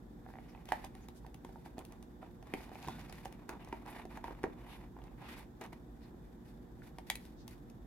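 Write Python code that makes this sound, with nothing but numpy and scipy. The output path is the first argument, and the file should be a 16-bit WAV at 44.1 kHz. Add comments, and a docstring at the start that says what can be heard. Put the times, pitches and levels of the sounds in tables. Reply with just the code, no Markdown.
"""Hands work a small folded-card carton out of a stiff cardboard box on a wooden table.
An appliance hums faintly throughout. First card slides on card with a grainy hiss and fingers catch on
the rim. Then fingers and card edges tap and snap, ringing the box walls; a small room answers each tap.
Near 3 s the box turns, scraping over the table. More sliding and tapping follow and thin out,
until the carton's flap pops at about 7 s. It is all heard close by, in stereo."""
import sys
import numpy as np
from scipy import signal
from scipy.fft import rfft, irfft, next_fast_len
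from scipy.io import wavfile

SR = 44100
rng = np.random.default_rng(int(sys.argv[2]) if len(sys.argv) > 2 else 0)


def generate_wav(signal):
    """Clip the signal to [-1, 1] and save it as 16-bit WAV at the path in sys.argv[1]."""
    frames = np.transpose(np.atleast_2d(signal))
    scaled = np.clip(frames, -1, 1) * 32767
    pcm = np.round(scaled).astype(np.int16)
    wavfile.write(sys.argv[1], SR, pcm)


N = 346626

# tone colours of the still room and the microphone's hiss, then the appliance's tones: f/Hz, level/dB
RUMBLE_COLOUR = [(20, -42.5), (36, -5), (51, 5), (72, -5.5), (100, -10), (140, -6), (230, -5), (340, -9.5),
                 (450, -17), (600, -19.5), (820, -19), (1250, -29), (1800, -30), (2800, -56.5)]
HISS_COLOUR = [(1500, -18), (3000, 0), (3600, 7.5), (4100, -3), (7500, -1.5), (11300, -12.5), (12400, 4),
               (14000, -4.5), (16000, -6)]
HUM_TONES = [(59.3, -66), (120, -67.5), (178.5, -75), (239, -64.5), (296, -68), (356.5, -68), (474.5, -74),
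             (776, -82.5)]
# how alike left and right are, for the room and for sliding: f/Hz, likeness/0-1
AIR_LIKENESS = [(60, 0.82), (250, 0.9), (600, 0.016), (2500, 0.012)]
SLIDE_LIKENESS = [(100, 0.12), (640, 0.96), (3100, 0.41), (8000, 0.025)]

# card on card, dull if slow and pressed, bright if quick and light: t/s, length/s, level/dB, brightness/dB
CARD_STROKES = [(0.23, 0.22, -74, 8), (0.382, 0.25, -69.5, 2), (0.66, 0.2, -60.5, 5),
                (0.906, 0.14, -71.5, 5), (1.424, 0.19, -78, 12.5), (1.641, 0.039, -64, 7),
                (1.763, 0.046, -65.5, -5), (1.902, 0.032, -67, -3.5), (2.212, 0.043, -62.5, -0.5),
                (2.444, 0.17, -61.5, 0.5), (2.527, 0.12, -62.5, 8.5), (2.62, 0.094, -65.5, 0),
                (2.694, 0.37, -59, 5), (3.082, 0.2, -62.5, 5), (3.276, 0.17, -67.5, -0.5),
                (3.485, 0.049, -57.5, -5), (3.588, 0.068, -60.5, -2), (3.657, 0.16, -64.5, 0),
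                (3.847, 0.16, -54, 0.5), (4.088, 0.099, -60.5, 1), (4.222, 0.093, -57, 0),
                (4.327, 0.21, -66, -0.5), (4.551, 0.15, -62, -0.5), (4.641, .2, -63, 1.5),
                (4.952, 0.17, -71, -2.5), (5.171, 0.12, -60.5, -0.5), (5.251, 0.17, -58, 5),
                (5.605, 0.045, -55.5, 0), (5.719, 0.024, -63.5, 2), (6.003, 0.064, -68, 4),
                (6.242, 0.022, -72.5, 7), (6.445, 0.053, -69, 10), (6.809, 0.076, -66.5, 8),
                (7.064, 0.021, -58.5, 10.5), (7.157, 0.15, -73, 14), (7.482, 0.063, -66, 10)]
# low, middle and high parts of the sliding sound: f/Hz, level/dB
RUB_COLOUR = [(100, -19), (250, -8), (370, 4.5), (520, -3.5), (700, 4.5), (870, 2.5), (1100, 1.5),
              (1400, -8), (2000, -28)]
RASP_COLOUR = [(900, -8.5), (1450, -3), (1850, 4), (2400, 1.5), (3100, -9.5), (4300, -12), (6000, -38)]
FIZZ_COLOUR = [(3000, -4.5), (4700, 1.5), (6300, -4.5), (8000, -5.5), (11000, -1.5), (12400, -0.5),
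               (14000, -7), (16000, -15)]
GRIP_DB = (-80, -81, -76)  # the holding hand never quite rests: rub/dB, rasp/dB, fizz/dB
# pitches that the card panels bring out of the sliding: f/Hz, width/Hz, level/dB
PANEL_PEAKS = [(870, 98, -7), (960, 36, -6.5), (1525, 210, -7.5), (1953, 44, -9.5), (2490, 220, -9.5),
               (2930, 140, -2), (3560, 120, 2)]

# skin catching on the rim: t/s, level/dB, flap f/Hz
RIM_SLIPS = [(.255, -62, 1350), (.263, -53.5, 1500), (.288, -56, 1500), (.302, -56.5, 1580),
             (0.338, -54, 1830), (.355, -53.5, 1920), (.368, -59, 1680), (.386, -52, 2090),
             (.549, -54, 2200), (.576, -60.5, 2270), (2.755, -50, 2360), (2.831, -54, 2280),
             (2.847, -53, 2360), (2.986, -55.5, 1780), (5.018, -61, 3050), (5.08, -60.5, 2300)]
# ringing tones of a flap and a free wall: multiple of its pitch, level/dB, t60/s (time to fade by 60 dB)
FLAP_TONES = [(.88, -19, 0.025), (0.971, 15, 0.016), (1.079, 16.5, 0.015), (1.28, 5, 0.022)]
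WALL_TONES = [(.723, -24, 0.18), (.877, -19.5, 0.036), (1, 4.5, 0.018), (1.145, -2, 0.0061)]
# how long the room rings: f/Hz, t60/s
ROOM_DECAY = [(200, 0.45), (600, 0.26), (2000, 0.25), (5000, 0.19), (14000, 0.16)]
# echoes from table, hands and body: delay/s, level/dB
NEAR_ECHOES = [(.0078, -16), (.0094, -26), (0.0107, -17), (0.017, -17)]
# gliding touches on smooth card: middle t/s, length/s, level/dB, f/Hz, width/octaves
GLIDES = [(0.503, 0.065, -73, 5300, 0.34), (0.691, 0.022, -55, 3000, .4), (1.033, 0.055, -73, 6400, 0.22),
          (1.173, 0.068, -66.5, 5700, 2.2), (3.624, 0.08, -68, 2830, 0.27),
          (3.908, 0.043, -62, 10800, 0.44), (3.984, .07, -70, 10700, .14), (4.717, 0.16, -70, 10900, 0.39),
          (4.768, 0.065, -75, 11000, 0.13), (4.721, 0.14, -60, 2480, 1.1), (5.305, 0.27, -57.5, 1830, 1.5),
          (5.31, 0.065, -67, 11000, 0.65), (5.39, 0.031, -62, 10900, .7), (6.037, 0.076, -72, 4300, 0.47),
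          (7.405, 0.11, -69.5, 4520, 0.78)]

# taps; a fingertip is soft, a nail or popping crease hard, and a push into the box stirs its hollow:
# t/s, level/dB, hardness/dB, hollow/dB, wall f/Hz, dullness/0-1
BOX_TAPS = [(0.655, -58.5, 9, -12, 800, .8), (0.6883, -49, 4.5, -7, 770, 1),
            (0.7207, -28.5, -5.5, -14.5, 850, 0), (0.842, -45.5, -4, -8, 813, 0.02),
            (0.846, -51.5, 13, -9, 840, 0.8), (0.951, -53, 3, -9, 800, 0.3),
            (1.085, -54, 9.5, -1, 760, 0.8), (1.2476, -58, -15, -3, 920, 0.1),
            (1.2641, -54, 2, -4, 770, 0.2), (1.3433, -55, 9, -15, 804, 0.4),
            (1.4477, -50.5, 1.5, 2.5, 956, 0.6), (1.4917, -56, -15, 5, 830, .3),
            (1.5577, -55.5, -19, -20, 890, 0.15), (1.6598, -53.5, -12, -22, 920, 0.63),
            (1.7808, -49, 1.5, 5.5, 734, 0.5), (1.79, -60.5, 20, 1, 795, 0.9),
            (1.8502, -62.5, 19, 3, 800, .7), (1.922, -60.5, 12, -19, 850, .7),
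            (2.0261, -59, 10, -22, 850, 0.3), (2.228, -56.5, -27, -11, 753, 0.5),
            (2.426, -55.5, 2, -17, 820, 0.5), (2.471, -58, 2, -6, 850, 0.2),
            (2.5375, -41.5, 4, 6, 780, 0.63), (2.7166, -53, -13, -1, 790, 0.3),
            (2.8746, -48, 4, 3, 980, 0.3), (2.884, -39, -1.5, -4.5, 970, 0.4),
            (3.0956, -52.5, 4, -18, 810, .7), (3.125, -48, 6.5, -6, 766, 0.6),
            (3.25, -56.5, 12, -14, 860, 0.5), (3.255, -40.5, -1.5, -25, 800, 0.14),
            (3.325, -56.5, 9.5, -21, 900, 0.7), (3.4918, -46.5, 10.5, -0.5, 840, 1),
            (3.535, -55, -6, 9.5, 900, 0.7), (3.6467, -58, 8.5, 3, 905, 0.8), (3.686, -58, 4, -8, 950, .7),
            (3.7271, -42.5, -8.5, 2, 927, 0.26), (3.861, -51, -4, -20, 980, 0.6),
            (4.053, -52.5, 0.5, 8, 750, 0.7), (4.167, -59, -26, -14.5, 1000, 0.7),
            (4.1729, -43, -7, -15, 960, .45), (4.2413, -41, -8.5, -13, 926, 0.12),
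            (4.2806, -48, -16, 1, 865, 0.45), (4.3079, -48, -16, 0, 805, .8),
            (4.432, -48.5, 3, -13, 860, 0.9), (4.439, -37.5, -10, 7.5, 900, 0.89),
            (4.465, -51, -18, -6, 580, .3), (4.9657, -58, -19, -2, 854, .3),
            (4.988, -59.5, -7, -4, 725, 0.5), (5.039, -58.5, 2.5, 4, 870, 0.3),
            (5.6118, -49.5, 5.5, 3.5, 850, 0.86), (5.638, -52.5, 6, 4.5, 930, 0.1),
            (5.662, -57, 5, -8, 900, 0.6), (5.729, -56, 3.5, -1.5, 950, .4),
            (6.1443, -74, -17, 25, 800, .5), (6.9846, -46.5, 3, -29, 770, .65),
            (7.1001, -37, 14, -30, 836, 0.03), (7.1546, -56, 25.5, 1, 850, .7),
            (7.252, -58.5, 9.5, -22, 880, 0.5), (7.4785, -53.5, 14.5, -23, 870, 0.5),
            (7.699, -64, 13, -15, 850, 0.8)]
# ringing tones of the hollow box: f/Hz, level/dB, t60/s
HOLLOW_TONES = [(239, 2.5, 0.029), (323.4, 16, 0.038), (368, 2, 0.09)]
# a pressed wall's knock, an edge's crack and its thin tick: f/Hz, level/dB
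KNOCK_COLOUR = [(300, -6), (520, -3.5), (900, 2.5), (1250, -8.5), (1600, -15), (2600, -35)]
CRACK_COLOUR = [(1200, -71), (2500, 2), (3400, -1.5), (4500, -3), (6900, -5.5), (9000, -19.5)]
TICK_COLOUR = [(3500, -23), (7000, -5), (9000, 7), (12300, 5), (14500, -3), (16000, -2)]
# how wall, flap, crack and tick answer a tap: added level/dB, dB gained per dB of hardness
TAP_RESPONSE = [(0, -0.21), (-11, 0.047), (-12, 0.77), (-16, 1.0)]
# tones that linger in a taut face of card: multiple of the flap's pitch, level/dB, t60/s
TAUT_TONES = [(.955, 11, 0.091), (.975, 3, 0.13), (1.18, -4, 0.04)]
# where the hands are: t/s, left minus right/dB
HAND_PLACE = [(.7, -1), (2.5, 0), (5.5, 0), (7.1, 1.5)]
# a panel or tab giving way: t/s, level/dB, f/Hz, ring length factor, after-ring/dB
CARD_BUCKLES = [(0.7202, -35, 1790, 1, -31), (2.5376, -41, 2200, 0.67, -32),
                (3.0963, -60.5, 4800, 1.3, -24), (3.4919, -46.5, 1500, 1.7, -20),
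                (3.7258, -49.5, 2150, 0.76, -32), (4.4387, -38.5, 1710, 0.94, -32),
                (6.82, -57.5, 1570, 1.5, -20), (7.1006, -34.5, 2050, 1, -20),
                (7.0997, -38.5, 3500, .7, -34), (7.1003, -42, 6960, 0.73, -29),
                (7.155, -51, 2040, 1.1, -25), (7.1545, -51, 3720, .8, -27)]

# grit under the turning box, and its drag on the table: t/s, level/dB
GRIT_LEVELS = [(2.55, -72), (2.88, -70.5), (3.37, -81)]
DRAG_LEVELS = [(2.75, -87), (2.885, -45.5), (2.96, -52), (3.3, -63.5)]
# the wooden top's rumble: f/Hz, level/dB
WOOD_COLOUR = [(70, -6), (140, 5.5), (220, 1.5), (420, -21.5)]
# the bottom edge's scrape: t/s, level/dB, pitch factor
SCRAPE_PATH = [(2.84, -82, 1.24), (2.89, -55.5, 1), (2.99, -76, 1.06), (3.06, -71, 1.04), (3.12, -87, 0.83)]
# what that edge rings in the box: f/Hz, width/Hz, level/dB
SCRAPE_PEAKS = [(1420, 60, 0), (2600, 400, -6), (3450, 280, -3)]


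def amp(db):
    """Turns decibels into a gain."""
    return 10 ** (np.asarray(db) / 20)


def evened(x, first=None):
    """Scales a sound so that its average size (rms) is 1, overall or in its first samples."""
    return x / np.sqrt(np.mean(x[..., :first] ** 2) + 1e-20)


def read(points, hz):
    """Looks up a table by frequency, on a log scale."""
    f, value = np.transpose(points)
    return np.interp(np.log(hz + 1), np.log(f), value)


def curve(rows):
    """Joins rows of (time, value) with straight lines."""
    return np.interp(np.arange(N) / SR, *np.transpose(rows))


def envelope(times, db):
    """A gain that passes through the given levels and is zero before and after."""
    return np.interp(np.arange(N) / SR, times, amp(db), left=0, right=0)


def add(mix, start, sound):
    """Mixes a sound in at a time in seconds."""
    part = mix[:, max(round(start * SR), 0):][:, :sound.shape[1]]
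    part += sound[:, :part.shape[1]]


def colour(x, spectrum):
    """Gives a sound a tone colour, which falls away beyond the table's ends."""
    size = 2 * next_fast_len(x.shape[-1])
    hz = np.fft.rfftfreq(size, 1 / SR)
    low, high = spectrum[0][0] / 2, spectrum[-1][0] * 2
    skirts = 1 / np.sqrt((1 + (hz / high) ** 4) * (1 + (low / (hz + 1)) ** 4))
    cepstrum = irfft(np.log(amp(read(spectrum, hz)) * skirts + 1e-4))
    # folding it in half keeps the filter from ringing before a hit
    cepstrum[1:size // 2] *= 2
    cepstrum[size // 2 + 1:] = 0
    return irfft(rfft(x, size) * np.exp(rfft(cepstrum)))[..., :x.shape[-1]]


def pair(x, likeness):
    """Makes two unrelated channels partly alike."""
    left, right = rfft(x)
    same = np.clip(read(likeness, np.fft.rfftfreq(N, 1 / SR)), 0, 1)
    return irfft(np.array([left, same * left + np.sqrt(1 - same ** 2) * right]), N)


def panned(left_db):
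    """Two gains that make the left louder than the right by left_db."""
    return amp(np.vstack([left_db, -left_db]) / 2)


def drift(hz):
    """A random wobble, up to about the given rate."""
    f = np.fft.rfftfreq(N, 1 / SR)
    return evened(irfft(rfft(rng.standard_normal(N)) / (1 + (f / hz) ** 4), N))


def background():
    """The room rumbles and an appliance's hum wavers, under the microphone's own hiss."""
    t = np.arange(N) / SR
    rumble = amp(-54) * evened(pair(colour(rng.standard_normal((2, N)), RUMBLE_COLOUR), AIR_LIKENESS))
    hiss = amp(-78.5) * evened(pair(colour(rng.standard_normal((2, N)), HISS_COLOUR), AIR_LIKENESS))
    hum = sum(amp(db) * np.sqrt(2) * np.sin(2 * np.pi * hz * t + 0.8 * drift(hz=2.6))
              for hz, db in HUM_TONES)
    return (rumble + hum) * panned(left_db=-1.5) + hiss


def stroke_gains(attack_s=0.0044, release_s=0.026, sag_db=-1.5, arch_db=1.5):
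    """Gains of rub, rasp and fizz: each stroke takes hold, eases off and dies away."""
    power = amp(GRIP_DB)[:, None] ** 2 * np.ones(N)
    for start, length, db, bright_db in CARD_STROKES:
        t = np.arange(0, length + 6 * release_s, 1 / SR)
        along = np.minimum(t / length, 1)
        rise = np.minimum(t / (attack_s + 0.19 * length), 1)  # longer strokes start more slowly
        release = np.exp(-np.maximum(t - length, 0) / release_s)
        shape = rise * amp(db + sag_db * along) * release
        tilt_db = bright_db + arch_db * (np.sin(np.pi * along) - .5)  # fastest, so brightest, halfway
        balance = np.array([amp(5.5 - tilt_db), np.ones(len(t)), amp(tilt_db - 6)])
        add(power, start, (shape * balance) ** 2)
    return np.sqrt(power)


def grains(per_s, grain_db):
    """Tiny slips at random moments; grain_db sets how uneven their sizes are."""
    sizes = amp(grain_db * np.minimum(rng.exponential(1, N), 3))
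    return sizes * (rng.random(N) < per_s / SR)


def panels(x, wander_db):
    """Each panel rings along, more or less as the point of contact moves."""
    t = np.arange(N) / SR
    knots = np.arange(0, t[-1] + 1, 1 / 30)
    out = x.copy()
    for hz, width, db in PANEL_PEAKS:
        contact = np.interp(t, knots, amp(db + wander_db * rng.standard_normal(len(knots))))
        out += contact * signal.lfilter(*signal.iirpeak(hz, hz / width, SR), x)
    return out


def friction(spectrum, per_s, grain_db, smooth_db):
    """Tiny slips over a smooth hiss, heard directly and through the panels."""
    slips = evened(grains(per_s, grain_db) * rng.standard_normal((2, N)))
    hiss = amp(smooth_db) * rng.standard_normal((2, N))
    ringing = panels(colour(slips + hiss, spectrum), wander_db=3)
    return evened(pair(ringing, SLIDE_LIKENESS))


def sliding():
    """Card drags on card in juddering strokes: a low rub, a rasp and a high fizz."""
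    rub = amp(-3) * friction(RUB_COLOUR, per_s=160, grain_db=-4.5, smooth_db=4.5) * panned(left_db=-2.5)
    rasp = amp(-3) * friction(RASP_COLOUR, per_s=700, grain_db=2, smooth_db=5)
    fizz = amp(-6) * friction(FIZZ_COLOUR, per_s=3000, grain_db=4, smooth_db=3.5) * panned(left_db=0.5)
    judder = amp(2.4 * drift(hz=40))
    return judder * sum(gain * part for gain, part in zip(stroke_gains(), (rub, rasp, fizz)))


def ring(tones, t, rise_s, spread, pitch=1):
    """Struck card rings with fading tones; grip and striking spot vary them, here by chance."""
    hz, db, t60 = np.transpose(tones)[:, :, None]
    detune, strength = rng.uniform(-1, 1, (2, len(tones), 1))
    fade = amp(db + 2 * strength - 60 * t / t60)
    waves = fade * np.cos(2 * np.pi * pitch * hz * (1 + spread * detune) * t)
    onset = 1 - np.exp(-(t / rise_s) ** 2)
    return evened(waves.sum(0) * onset, first=265)  # the first 6 ms set the level


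def rim_slips():
    """Skin catches on the rim in short slips, each ringing a flap and a wall."""
    t, out = np.arange(3000) / SR, np.zeros((2, N))
    for start, db, hz in RIM_SLIPS:
        flap = amp(-7) * ring(FLAP_TONES, t, rise_s=0.00027, spread=0.059, pitch=hz)
        wall = ring(WALL_TONES, t, rise_s=0.00081, spread=0.072, pitch=821)
        add(out, start, amp(db) * (wall + flap) * panned(left_db=-2.5))
    return out


def room(x, tail_db, echo_db):
    """The room answers with a few near echoes and a short, blurred tail."""
    size = SR // 2
    hz, t, spectra = signal.stft(rng.standard_normal((2, size)), SR, nperseg=256)
    spectra *= amp(-60 * t / read(ROOM_DECAY, hz)[:, None])
    onset = 1 - np.exp(-(np.arange(size) / SR / 0.0032) ** 2)
    tail = signal.istft(spectra, SR, nperseg=256)[1][:, :size] * onset
    wet = signal.fftconvolve(x, tail / np.linalg.norm(tail[0]), axes=1)[:, :N]
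    wet = pair(wet, AIR_LIKENESS) * amp(tail_db)
    for delay, db in NEAR_ECHOES:
        lag = rng.integers(0, 9, size=2)  # each echo comes from its own side
        add(wet, delay, amp(db + echo_db) * np.array([np.roll(x[0], lag[0]), np.roll(x[1], lag[1])]))
    return wet


def swishes():
    """Smooth card whispers as skin or the box's lining glides over it."""
    out = np.zeros((2, N))
    for middle, length, db, hz, octaves in GLIDES:
        noise = rng.standard_normal((2, SR // 2))[:, :round(length * SR)]
        ratio = 2 ** (octaves / 2)
        band = signal.butter(2, [hz / ratio, min(hz * ratio, SR / 2.2)], "band", fs=SR, output="sos")
        swish = evened(signal.sosfilt(band, noise)) * np.hanning(noise.shape[1])
        add(out, middle - length / 2, amp(db) * swish)
    return out


def snap(spectrum, t, t60, shared):
    """Fibres slip in a brief burst of noise, partly shared by left and right."""
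    onset = 1 - np.exp(-t / .0005)
    noise = rng.standard_normal((3, len(t))) * amp(-60 * t / t60) * onset
    stereo = np.sqrt(shared) * noise[2] + np.sqrt(1 - shared) * noise[:2]
    return evened(colour(stereo, spectrum), first=265)


def clack(db, hz, t, stretch, after_db):
    """A flap rings briefly, and its taut face rings on near the same pitch."""
    tones = np.array(FLAP_TONES) * [1, 1, stretch]
    flap = amp(db) * ring(tones, t, rise_s=0.00041, spread=0.022, pitch=hz) * panned(left_db=-2)
    return flap + amp(db + after_db) * ring(TAUT_TONES, t, rise_s=.003, spread=.004, pitch=hz)


def taps(flap_limit_db=-54):
    """Each tap rings the hollow, a wall and a flap, and an edge cracks; harder taps are brighter."""
    t, out = np.arange(SR // 8) / SR, np.zeros((2, N))
    for start, db, hardness, hollow_db, wall_hz, dull in BOX_TAPS:
        wall_db, flap_db, crack_db, tick_db = (db + base + k * hardness for base, k in TAP_RESPONSE)
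        thud = amp(db + hollow_db) * ring(HOLLOW_TONES, t, rise_s=0.00044, spread=0.074)
        # a free wall has a pitch; pressed by fingers it gives a dull knock
        free = ring(WALL_TONES, t, rise_s=0.0013, spread=0.018, pitch=wall_hz)
        pressed = snap(KNOCK_COLOUR, t, t60=0.024, shared=0.86)
        wall = amp(wall_db) * (np.sqrt(1 - dull) * free + np.sqrt(dull) * pressed)
        flap_hz = 1876 * 2 ** (hardness / 62)  # a harder tap finds a stiffer, higher flap
        flap = clack(min(flap_db, flap_limit_db), flap_hz, t, stretch=0.86, after_db=-16)
        crack = amp(crack_db) * snap(CRACK_COLOUR, t, t60=0.014, shared=0.66)
        tick = amp(tick_db) * snap(TICK_COLOUR, t, t60=0.012, shared=0.028)
        add(out, start, thud * panned(-1) - wall * panned(-2.5) + flap + (crack + tick) * panned(1))
    return out


def buckles():
    """Panels and small tabs give way with a clack; the pitch depends on where they are held."""
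    t, out = np.arange(SR // 8) / SR, np.zeros((2, N))
    for start, db, hz, stretch, after_db in CARD_BUCKLES:
        add(out, start, clack(db, hz, t, stretch, after_db))
    return out


def grit(per_s=55):
    """Specks catch under the turning box and let go with tiny dry snaps."""
    catches = rng.random(N) < per_s / SR
    specks = catches * rng.random(N) * rng.standard_normal((2, N))
    return evened(colour(specks, CRACK_COLOUR)) * envelope(*np.transpose(GRIT_LEVELS))


def drag():
    """The wooden top rumbles under the turning box."""
    rumble = evened(colour(rng.standard_normal(N), WOOD_COLOUR))
    return amp(curve(DRAG_LEVELS)) * rumble * panned(left_db=-0.5)


def scrape():
    """The bottom edge sticks and slips on the wood, ringing the box; the pitches bend as it turns."""
    times, db, pitch = np.transpose(SCRAPE_PATH)
    slips, out = grains(per_s=1200, grain_db=4), np.zeros(N)
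    bent_time = np.cumsum(curve(np.c_[times, pitch])) / SR
    for hz, width, peak_db in SCRAPE_PEAKS:
        spin = np.exp(2j * np.pi * hz * bent_time)
        decay = np.exp(-np.pi * width / SR)
        ringing = spin * signal.lfilter([1 - decay], [1, -decay], slips / spin)
        out += amp(peak_db) * evened(ringing.real)
    return evened(out) * envelope(times, db)


def scene():
    """Mixes the background, the rubbing, the hits and the room's answer to those hits."""
    still = background()
    rubbing = sliding() + drag() + scrape()
    hits = (buckles() + taps()) * panned(curve(HAND_PLACE)) + grit() + rim_slips() + swishes()
    left, right = hits + rubbing
    # direct sound reaches the right microphone a little later, less so in the treble
    right = signal.lfilter([-.5, 1], [1, -.5], right)
    return np.array([left, right]) + room(hits, tail_db=-10, echo_db=-1.5) + still


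def record(dry):
    """Cuts the highest treble, above 16150 Hz."""
    lowpass = signal.firwin(255, 16150, window=("kaiser", 8), fs=SR)
    return signal.oaconvolve(dry, lowpass[None], "same")


dry = scene()
out = record(dry)
generate_wav(out)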